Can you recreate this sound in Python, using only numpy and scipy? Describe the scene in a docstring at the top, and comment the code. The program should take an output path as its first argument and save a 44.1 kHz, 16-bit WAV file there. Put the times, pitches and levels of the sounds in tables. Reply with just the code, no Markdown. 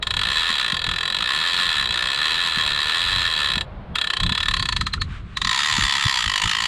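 """A big trolling reel gives line in three runs: its steel pawl snaps over the spool's ratchet teeth.
Each snap rings the frame and side plate and knocks through the rod; the pier adds a faint echo.
The listener moves in close, so the clicks turn brighter. Around the second pause a hand rubs the reel.
Wind buffets the microphone and the sea washes below."""
import sys
import numpy as np
from scipy import signal
from scipy.fft import rfft, irfft, next_fast_len
from scipy.io import wavfile
from scipy.ndimage import uniform_filter1d, map_coordinates

SR = 44100
rng = np.random.default_rng(int(sys.argv[2]) if len(sys.argv) > 2 else 0)


def pcm_store(signal):
    """Save signal as 16-bit PCM."""
    levels = np.round(np.clip(np.atleast_2d(signal), -1, 1) * 32767)
    wavfile.write(sys.argv[1], SR, levels.astype(np.int16).T)


N = 294147
TIME = np.arange(N) / SR
TEETH = 14


def amp(db):
    """Decibels to gain."""
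    return 10 ** (np.asarray(db) / 20)


def unit(x):
    """Scale to rms 1 along the last axis."""
    return x / np.sqrt(np.mean(x ** 2, axis=-1, keepdims=True) + 1e-20)


def along(points, hz):
    """Interpolate (frequency [Hz], value) points on a log axis."""
    knots_hz, values = np.transpose(points)
    return np.interp(np.log(hz + 1), np.log(knots_hz + 1), values)


def curves(rows, at=TIME):
    """Each value column of a time table, read at the given times."""
    knots_s, *columns = np.transpose(rows)
    return [np.interp(at, knots_s, column) for column in columns]


def wobble(rate_hz):
    """Smooth random curve through rate_hz knots a second."""
    return map_coordinates(rng.standard_normal(int(N * rate_hz / SR) + 4), [TIME * rate_hz])


def swells(rows):
    """Gaussian amplitude swells; length is the time above half power."""
    return np.sqrt(sum(amp(db) ** 2 * .5 ** ((2 * (TIME - peak_s) / length_s) ** 2)
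                       for peak_s, length_s, db in rows))


def bell(hz, centre_hz, width_hz):
    """Resonance bump of height 1."""
    return 1 / (1 + (2 * (hz - centre_hz) / width_hz) ** 2)


def filtered(x, response):
    """Apply a gain given as a function of frequency."""
    size = next_fast_len(N + SR // 2)
    return irfft(rfft(x, size) * response(np.fft.rfftfreq(size, 1 / SR)), size)[..., :N]


def noise(spectrum):
    """Coloured noise of rms 1."""
    return unit(filtered(rng.standard_normal(N), lambda hz: amp(along(spectrum, hz))))


def causal(db):
    """Minimum-phase response of this magnitude: rings only after the blow."""
    cepstrum = irfft(np.log(amp(db)))
    half = cepstrum.shape[-1] // 2
    cepstrum[..., 1:half] *= 2
    cepstrum[..., half + 1:] = 0
    return np.exp(rfft(cepstrum))


# Wash loudness: (time [s], level [dB])
SEA_LEVEL = [(0, -45.5), (1.6, -44.5), (3.2, -44), (4.15, -44.5), (4.8, -55.5), (6.67, -52.5)]
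# Wash spectrum: (frequency [Hz], level [dB])
SEA_SPECTRUM = [(100, -56), (350, -0.5), (650, -0.5), (1000, -3), (2000, -13.5), (4000, -22.5), (6000, -43),
                (10000, -51), (16000, -62)]


def sea():
    """Waves wash round the piles."""
    return amp(curves(SEA_LEVEL)[0] + wobble(5.6)) * noise(SEA_SPECTRUM)


# Gusts: (peak time [s], length [s], rumble level [dB])
WIND_GUSTS = [(.21, 0.3, -36), (.86, 0.15, -35), (1.12, .18, -45), (1.88, 0.24, -38.5), (2.68, 0.18, -36.5),
              (3.19, 0.14, -30), (3.7, 0.37, -35), (4.28, 0.097, -23.5), (4.69, 0.34, -28),
              (5.07, 0.16, -26.5), (5.41, 0.12, -35.5), (5.8, 0.096, -30), (6.27, 0.15, -43.5),
              (6.455, 0.032, -31.5)]
# Wind spectra: (frequency [Hz], level [dB])
RUMBLE_SPECTRUM = [(12, -15), (25, -1.5), (45, 3.5), (100, -1.5), (150, -9.5), (300, -63), (600, -90)]
FLUTTER_SPECTRUM = [(50, -22), (110, -5), (180, -1), (260, -12.5), (450, -23.5), (1000, -69), (3000, -88)]
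# Eddy thumps: (time [s], peak level [dB], pitch [Hz])
EDDIES = [(0.504, -24, 210), (0.733, -19.5, 180.5), (0.884, -21.5, 142), (2.577, -19.5, 174),
          (3.174, -21, 89.7), (3.573, -17, 178), (4.321, -12.5, 158), (5.02, -18.5, 88),
          (5.787, -14.5, 194.3), (6.063, -10, 108), (6.271, -21, 64), (6.455, -20, 100)]


def wind(breeze_rumble_db=-48, breeze_flutter_db=-49, flutter_re_gust_db=-9.5):
    """Gusts on a light breeze drive a lumpy rumble and flutter; single eddies thump the microphone."""
    gust = swells(WIND_GUSTS)
    rumble = np.hypot(gust, amp(breeze_rumble_db))
    flutter = np.hypot(gust * amp(flutter_re_gust_db), amp(breeze_flutter_db))
    lumps = wobble(22)
    air = rumble * amp(2.2 * lumps) * noise(RUMBLE_SPECTRUM)
    air += flutter * amp(3.9 * lumps) * noise(FLUTTER_SPECTRUM)
    for peak_s, db, hz in EDDIES:
        cycles = (TIME - peak_s) * hz
        air += amp(db) * np.exp(-np.abs(cycles) / 0.47) * np.sin(2 * np.pi * (cycles + rng.random()))
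    return air


def pier_echo(x, t60_s):
    """Short scatter from the rail and deck."""
    t = np.arange(SR // 4) / SR
    tail = unit(rng.standard_normal(len(t)) * amp(-60 * t / t60_s)) / np.sqrt(len(t))
    return signal.fftconvolve(x, tail)[:N]


# Hand strokes: (peak time [s], length [s], level [dB])
HAND_RUBS = [(4.93, 0.14, -46.5), (5.14, 0.08, -41.5), (5.34, 0.13, -49)]
# Skin friction: (frequency [Hz], level [dB])
SKIN_SPECTRUM = [(500, -30), (1100, 15), (2300, 9.5), (3600, 5.5), (5500, -10), (8500, -13), (12000, -40),
                 (16000, -40)]


def hand(squeak_s=4.981, squeak_hz=1360):
    """Skin rubs softly on the reel and squeaks once as the spool comes to rest."""
    envelope = amp(-27) * np.exp(-((TIME - squeak_s) / 0.0026) ** 2)
    squeak = envelope * np.sin(2 * np.pi * squeak_hz * TIME)
    return squeak + swells(HAND_RUBS) * noise(SKIN_SPECTRUM)


# Rod response: (frequency [Hz], level [dB])
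ROD_SPECTRUM = [(100, -13), (240, -2), (380, 1.5), (520, 1), (700, 0.5), (1000, 15.5), (1600, -41),
                (3000, -83.5)]


def rod_knock(t, hz):
    """Each click sends the same dull knock through the rod; at speed the knocks merge into a buzz."""
    delay_to_snap = np.exp(2j * np.pi * hz * t[0])
    return unit(irfft(causal(along(ROD_SPECTRUM, hz)) * delay_to_snap))


def plate_ring(t, nearness, pitch_hz, t60_s):
    """The side plate rings after each snap, slightly higher close up."""
    after_s = np.maximum(t, 0)
    ring_hz = pitch_hz * (1 + 0.028 * nearness + 0.0027 * rng.standard_normal(nearness.shape))
    envelope = amp(-60 * after_s / t60_s) * (1 - np.exp(-after_s / 0.0037))
    return unit(envelope * np.sin(2 * np.pi * ring_hz * after_s))


def pawl_scrape(t, hz, pitch_hz, rise_s, width_hz):
    """The pawl sings as it climbs the next tooth, at a slightly new pitch each time."""
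    swell = np.exp(-np.abs(t) / np.where(t < 0, rise_s, .004))
    centre_hz = pitch_hz * np.exp(.033 * rng.standard_normal(pitch_hz.shape))
    hiss = rfft(rng.standard_normal((len(centre_hz), len(t))))
    return unit(swell * irfft(hiss * bell(hz, centre_hz, width_hz)))


def pawl_blows(tooth, t, bounce_s, bounce_db, chatter_db, hold_s, chatter_t60_s,
               tail_db, tail_t60_s, fresh_db, bounces=4):
    """Pawl force, a row per click: snap, rebounds and a chatter that partly repeats each turn."""
    clicks = len(tooth)
    blows = np.zeros((clicks, len(t)))
    snap = np.searchsorted(t, 0)
    blows[:, snap] = 1
    # each tooth throws the pawl in its own way
    gaps_s = bounce_s * np.exp(.35 * rng.standard_normal((TEETH, bounces)))[tooth]
    landing = np.minimum(snap + (np.cumsum(gaps_s, axis=1) * SR).astype(int), len(t) - 1)
    rebounds = amp(bounce_db * np.arange(1, bounces + 1) + 1.2 * rng.standard_normal((clicks, bounces)))
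    blows[np.arange(clicks)[:, None], landing] += rebounds
    # neighbouring teeth chatter alike
    pattern = unit(uniform_filter1d(rng.standard_normal((TEETH, len(t))), size=5, axis=0, mode="wrap"))
    grain = pattern[tooth] + amp(fresh_db) * rng.standard_normal(blows.shape)
    rise = np.exp(np.minimum(t, 0) / 0.0011)
    late_s = np.maximum(t - hold_s, 0)
    fade = amp(-60 * late_s / chatter_t60_s) + amp(tail_db - 60 * late_s / tail_t60_s)
    return blows + amp(chatter_db) * unit(grain * rise * fade) / np.sqrt(len(t))


# Pawl tip response: (frequency [Hz], level [dB])
TIP_SPECTRUM = [(6000, -50), (10000, -6), (12400, 0), (13700, -7), (14500, 0), (14900, -5), (16000, -7)]


def tip_tick(tooth, t, hz):
    """The pawl's steel tip skitters on the tooth with a thin tick."""
    skitter = pawl_blows(tooth, t, bounce_s=0.0015, bounce_db=-1.5, chatter_db=16, hold_s=.003,
                         chatter_t60_s=0.027, tail_db=-13, tail_t60_s=.1, fresh_db=2)
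    return unit(irfft(rfft(skitter) * causal(along(TIP_SPECTRUM, hz))))


def shimmer_db(hz, nearness):
    """Narrow treble resonances shift over a few clicks, more deeply close up."""
    field = rng.standard_normal((len(nearness), len(hz)))
    field = uniform_filter1d(field, size=13, axis=1)
    field = uniform_filter1d(field, size=4, axis=0)
    return (1.95 + 0.5 * nearness) * unit(field) * along([(2000, 0.047), (4500, 1)], hz)


def blow_spectrum_db(blows, width_hz):
    """Smoothed power spectrum of each blow."""
    bins = max(int(width_hz * blows.shape[1] / SR), 1)
    power = uniform_filter1d(np.abs(rfft(blows)) ** 2, size=bins, axis=1)
    return 10 * np.log10(np.abs(power) + 1e-9)


# Frame slope at arm's length, halfway, close up: (frequency [Hz], level [dB])
FRAME_SLOPE_FAR = [(300.0, -27.5), (700.0, -28.5), (950.0, -19.5), (1600.0, -18.5), (2900.0, -2.5),
                   (4300.0, -14.5), (5600.0, -34), (6500.0, -54), (9400.0, -42.5), (11000.0, -40.5),
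                   (15500.0, 8.5)]
FRAME_SLOPE_MID = [(300.0, -36), (700.0, -52), (950.0, -17.5), (1550.0, -25.5), (2900.0, -17),
                   (4500.0, -10.5), (5600.0, -22.5), (9400.0, -26), (11500.0, -38.5), (15500.0, -75)]
FRAME_SLOPE_NEAR = [(300.0, -57), (700.0, -14), (950.0, -13.5), (1600.0, -18.5), (2700.0, -9),
                    (5000.0, -17), (5700.0, -13.5), (8500.0, -21), (10300.0, -22.5), (12000.0, -32),
                    (15500.0, -40)]
# Frame resonances, same distances: (frequency [Hz], width [Hz], lift [dB])
FRAME_MODES_FAR = [(966, 64, 6.4), (1428, 98, 38), (1745.4, 117, 34.9), (2577, 74, 29), (3333, 454, 23.8),
                   (3916, 340, 16.5), (7530, 1070, 30.7), (9010, 1300, 26), (14900, 65, 4.2)]
FRAME_MODES_MID = [(1055, 162, 18.2), (1264, 367, 18.9), (1811, 423, 20.8), (2487, 930, 9.4),
                   (3280, 200, 11.7), (3880, 900, 6.5), (3990, 270, 8.5), (6860, 1700, 9.1)]
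FRAME_MODES_NEAR = [(933, 290, 10.5), (1260, 650, 9.2), (1900, 400, 17.3), (2330, 300, 4.2),
                    (3040, 450, 10), (3550, 290, 8.9), (4750, 740, 12), (7240, 490, 16.6)]


def reel_response_db(hz, nearness, tooth, pawl_hz):
    """Resonances per click: the frame, blended by distance, plus the spool and the pawl spring."""
    frames = [(FRAME_SLOPE_FAR, FRAME_MODES_FAR), (FRAME_SLOPE_MID, FRAME_MODES_MID),
              (FRAME_SLOPE_NEAR, FRAME_MODES_NEAR)]
    frames_db = [along(slope, hz) + sum(lift * bell(hz, centre, width) for centre, width, lift in modes)
                 for slope, modes in frames]
    shares = np.maximum(1 - np.abs(nearness - np.arange(len(frames))), 0)
    # the spool's resonance slides down once a turn
    turn = ((tooth[:, None] - 6) % TEETH) / TEETH
    spool_db = 7 * (1 + nearness / 2) * (bell(hz, 1270 - 350 * turn, 292) - 1.15 * bell(hz, 1094, 344))
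    spring_db = 2.5 * nearness * bell(hz, pawl_hz, 390)
    return shares @ np.array(frames_db) + spool_db + spring_db


def pawl_snap(tooth, t, hz, nearness, pawl_hz):
    """The pawl drops off a tooth and its blows ring the frame."""
    blows = pawl_blows(tooth, t, bounce_s=0.0014, bounce_db=-2, chatter_db=11.5, hold_s=0.0026,
                       chatter_t60_s=0.022, tail_db=-15, tail_t60_s=0.11, fresh_db=-3)
    colour_db = reel_response_db(hz, nearness, tooth, pawl_hz)
    # hard steel contact feeds every resonance: partly flatten the blow
    colour_db -= .3 * blow_spectrum_db(blows, width_hz=160)
    colour_db += along([(450, -7.5), (800, -9.0)], hz)
    # harder snaps are brighter
    hardness = 0.83 * rng.standard_normal(nearness.shape)
    colour_db += hardness * along([(3000, 0.19), (8000, 0.58)], hz)
    colour_db += shimmer_db(hz, nearness)
    return unit(irfft(rfft(blows) * causal(colour_db)))


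# Spool speed in each run: (time [s], rate [teeth/s])
RUN_1_SPEED = [(0.027, 20.8), (0.14, 32.5), (0.37, 80.4), (0.48, 85.4), (0.76, 40.0), (0.9, 42.1),
               (1.12, 43.3), (1.44, 83.8), (1.61, 91.3), (1.89, 58.3), (2.02, 61.3), (2.41, 86.9),
               (2.75, 69.4), (3.12, 93.1), (3.49, 68.6), (3.62, 24.8)]
RUN_2_SPEED = [(3.956, 33.9), (4.05, 35.3), (4.14, 28.9), (4.41, 38.3), (4.63, 33.8), (4.87, 15.3),
               (5.03, 11.1)]
RUN_3_SPEED = [(5.371, 15.0), (5.54, 63.6), (5.66, 77.1), (5.83, 69.0), (6.07, 70.2), (6.33, 48.3),
               (6.67, 58.8)]
# Pull of the fish, one per run: (click gain [dB])
RUN_PULL_DB = [0, 1.5, 0]


def spool(usual_teeth_per_s=60):
    """One click per tooth turned: (time [s], speed [octaves re usual], pull [dB])."""
    rows = []
    for run, pull_db in zip((RUN_1_SPEED, RUN_2_SPEED, RUN_3_SPEED), RUN_PULL_DB):
        run_s = np.arange(run[0][0], run[-1][0], 1 / SR)
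        teeth_turned = np.cumsum(curves(run, run_s)[0]) / SR
        click_s = np.interp(np.arange(int(teeth_turned[-1]) + 1), teeth_turned, run_s)
        speed_oct = np.log2(curves(run, click_s)[0] / usual_teeth_per_s)
        rows.append(np.column_stack([click_s, speed_oct, np.full(len(click_s), pull_db)]))
    return np.concatenate(rows)


# Listener's approach: (time [s], nearness [0 arm's length, 1 halfway, 2 close up])
NEARNESS = [(4.0, 0.72), (4.6, 0.8), (5.38, 1.24), (5.65, 1.56)]
# Pawl spring's singing scrape, wandering in pitch and loudest as the second run slows:
# (time [s], pitch [Hz], scrape level [dB re snap])
PAWL_SPRING = [(0, 3755, -17.5), (3.6, 3850, -19), (4.15, 3150, -8.5), (4.4, 3520, -10), (4.62, 4330, -16),
               (5.02, 4170, -1), (5.6, 3650, -15.5), (6.1, 3410, -13), (6.4, 3000, -9)]


def ratchet(click_samples=3072, click_db=-21.3, tick_lean_db=1.5, jitter_s=.00004, taper_s=.008):
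    """Every tooth lifts and drops the pawl: scrape, snap, plate ring, rod knock and a stereo tick."""
    click_s, speed_oct, pull_db = spool().T[:, :, None]
    tooth = np.arange(len(click_s)) % TEETH
    click_s = click_s + jitter_s * rng.standard_normal(click_s.shape)
    t = (np.arange(click_samples) - click_samples // 3) / SR  # snap at t = 0
    hz = np.fft.rfftfreq(click_samples, 1 / SR)
    nearness = curves(NEARNESS, click_s)[0]
    pawl_hz, scrape_db = curves(PAWL_SPRING, click_s)

    snaps = pawl_snap(tooth, t, hz, nearness, pawl_hz)
    grip_db = 3 * rng.standard_normal(click_s.shape)
    scrapes = amp(scrape_db + grip_db) * pawl_scrape(t, hz, pawl_hz, rise_s=0.0048, width_hz=180)
    ring_db = -15 - 4 * nearness + 3 * rng.standard_normal(click_s.shape)
    rings = amp(ring_db) * plate_ring(t, nearness, pitch_hz=1735, t60_s=0.052)
    tick_db = -24.5 + 5 * speed_oct - 16 * nearness
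    ticks = np.array([amp(tick_db + side * tick_lean_db) * tip_tick(tooth, t, hz) for side in (1, -1)])
    knocks = amp(-19.5 - 3.5 * nearness) * rod_knock(t, hz)

    level_db = click_db + pull_db - 0.18 * speed_oct + 1.3 * nearness
    level_db += 1.22 * rng.standard_normal(click_s.shape)
    gain = amp(level_db) * np.sqrt(.01 * SR / click_samples)  # energy referred to 10 ms
    taper = np.minimum(np.minimum(t - t[0], t[-1] - t) / taper_s, 1)
    clicks = (unit(snaps + scrapes + rings + knocks) + ticks) * taper * gain
    positions = np.maximum(np.round((click_s + t) * SR).astype(int), 0)
    return np.array([np.bincount(positions.ravel(), channel.ravel(), N)[:N] for channel in clicks])


def scene():
    """Stereo mix, all centred except the tip's tick, which leans left."""
    reel = ratchet()
    echo = amp(-18) * pier_echo(reel.mean(axis=0), t60_s=.08)
    return reel + echo + hand() + wind() + sea()


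def record(dry, ceiling=.52, cutoff_hz=15780):
    """Soft-clip the highest peaks, then low-pass."""
    rounded = dry / (1 + np.abs(dry / ceiling) ** 6) ** (1 / 6)
    return filtered(rounded, lambda hz: hz < cutoff_hz)


dry = scene()
out = record(dry)
pcm_store(out)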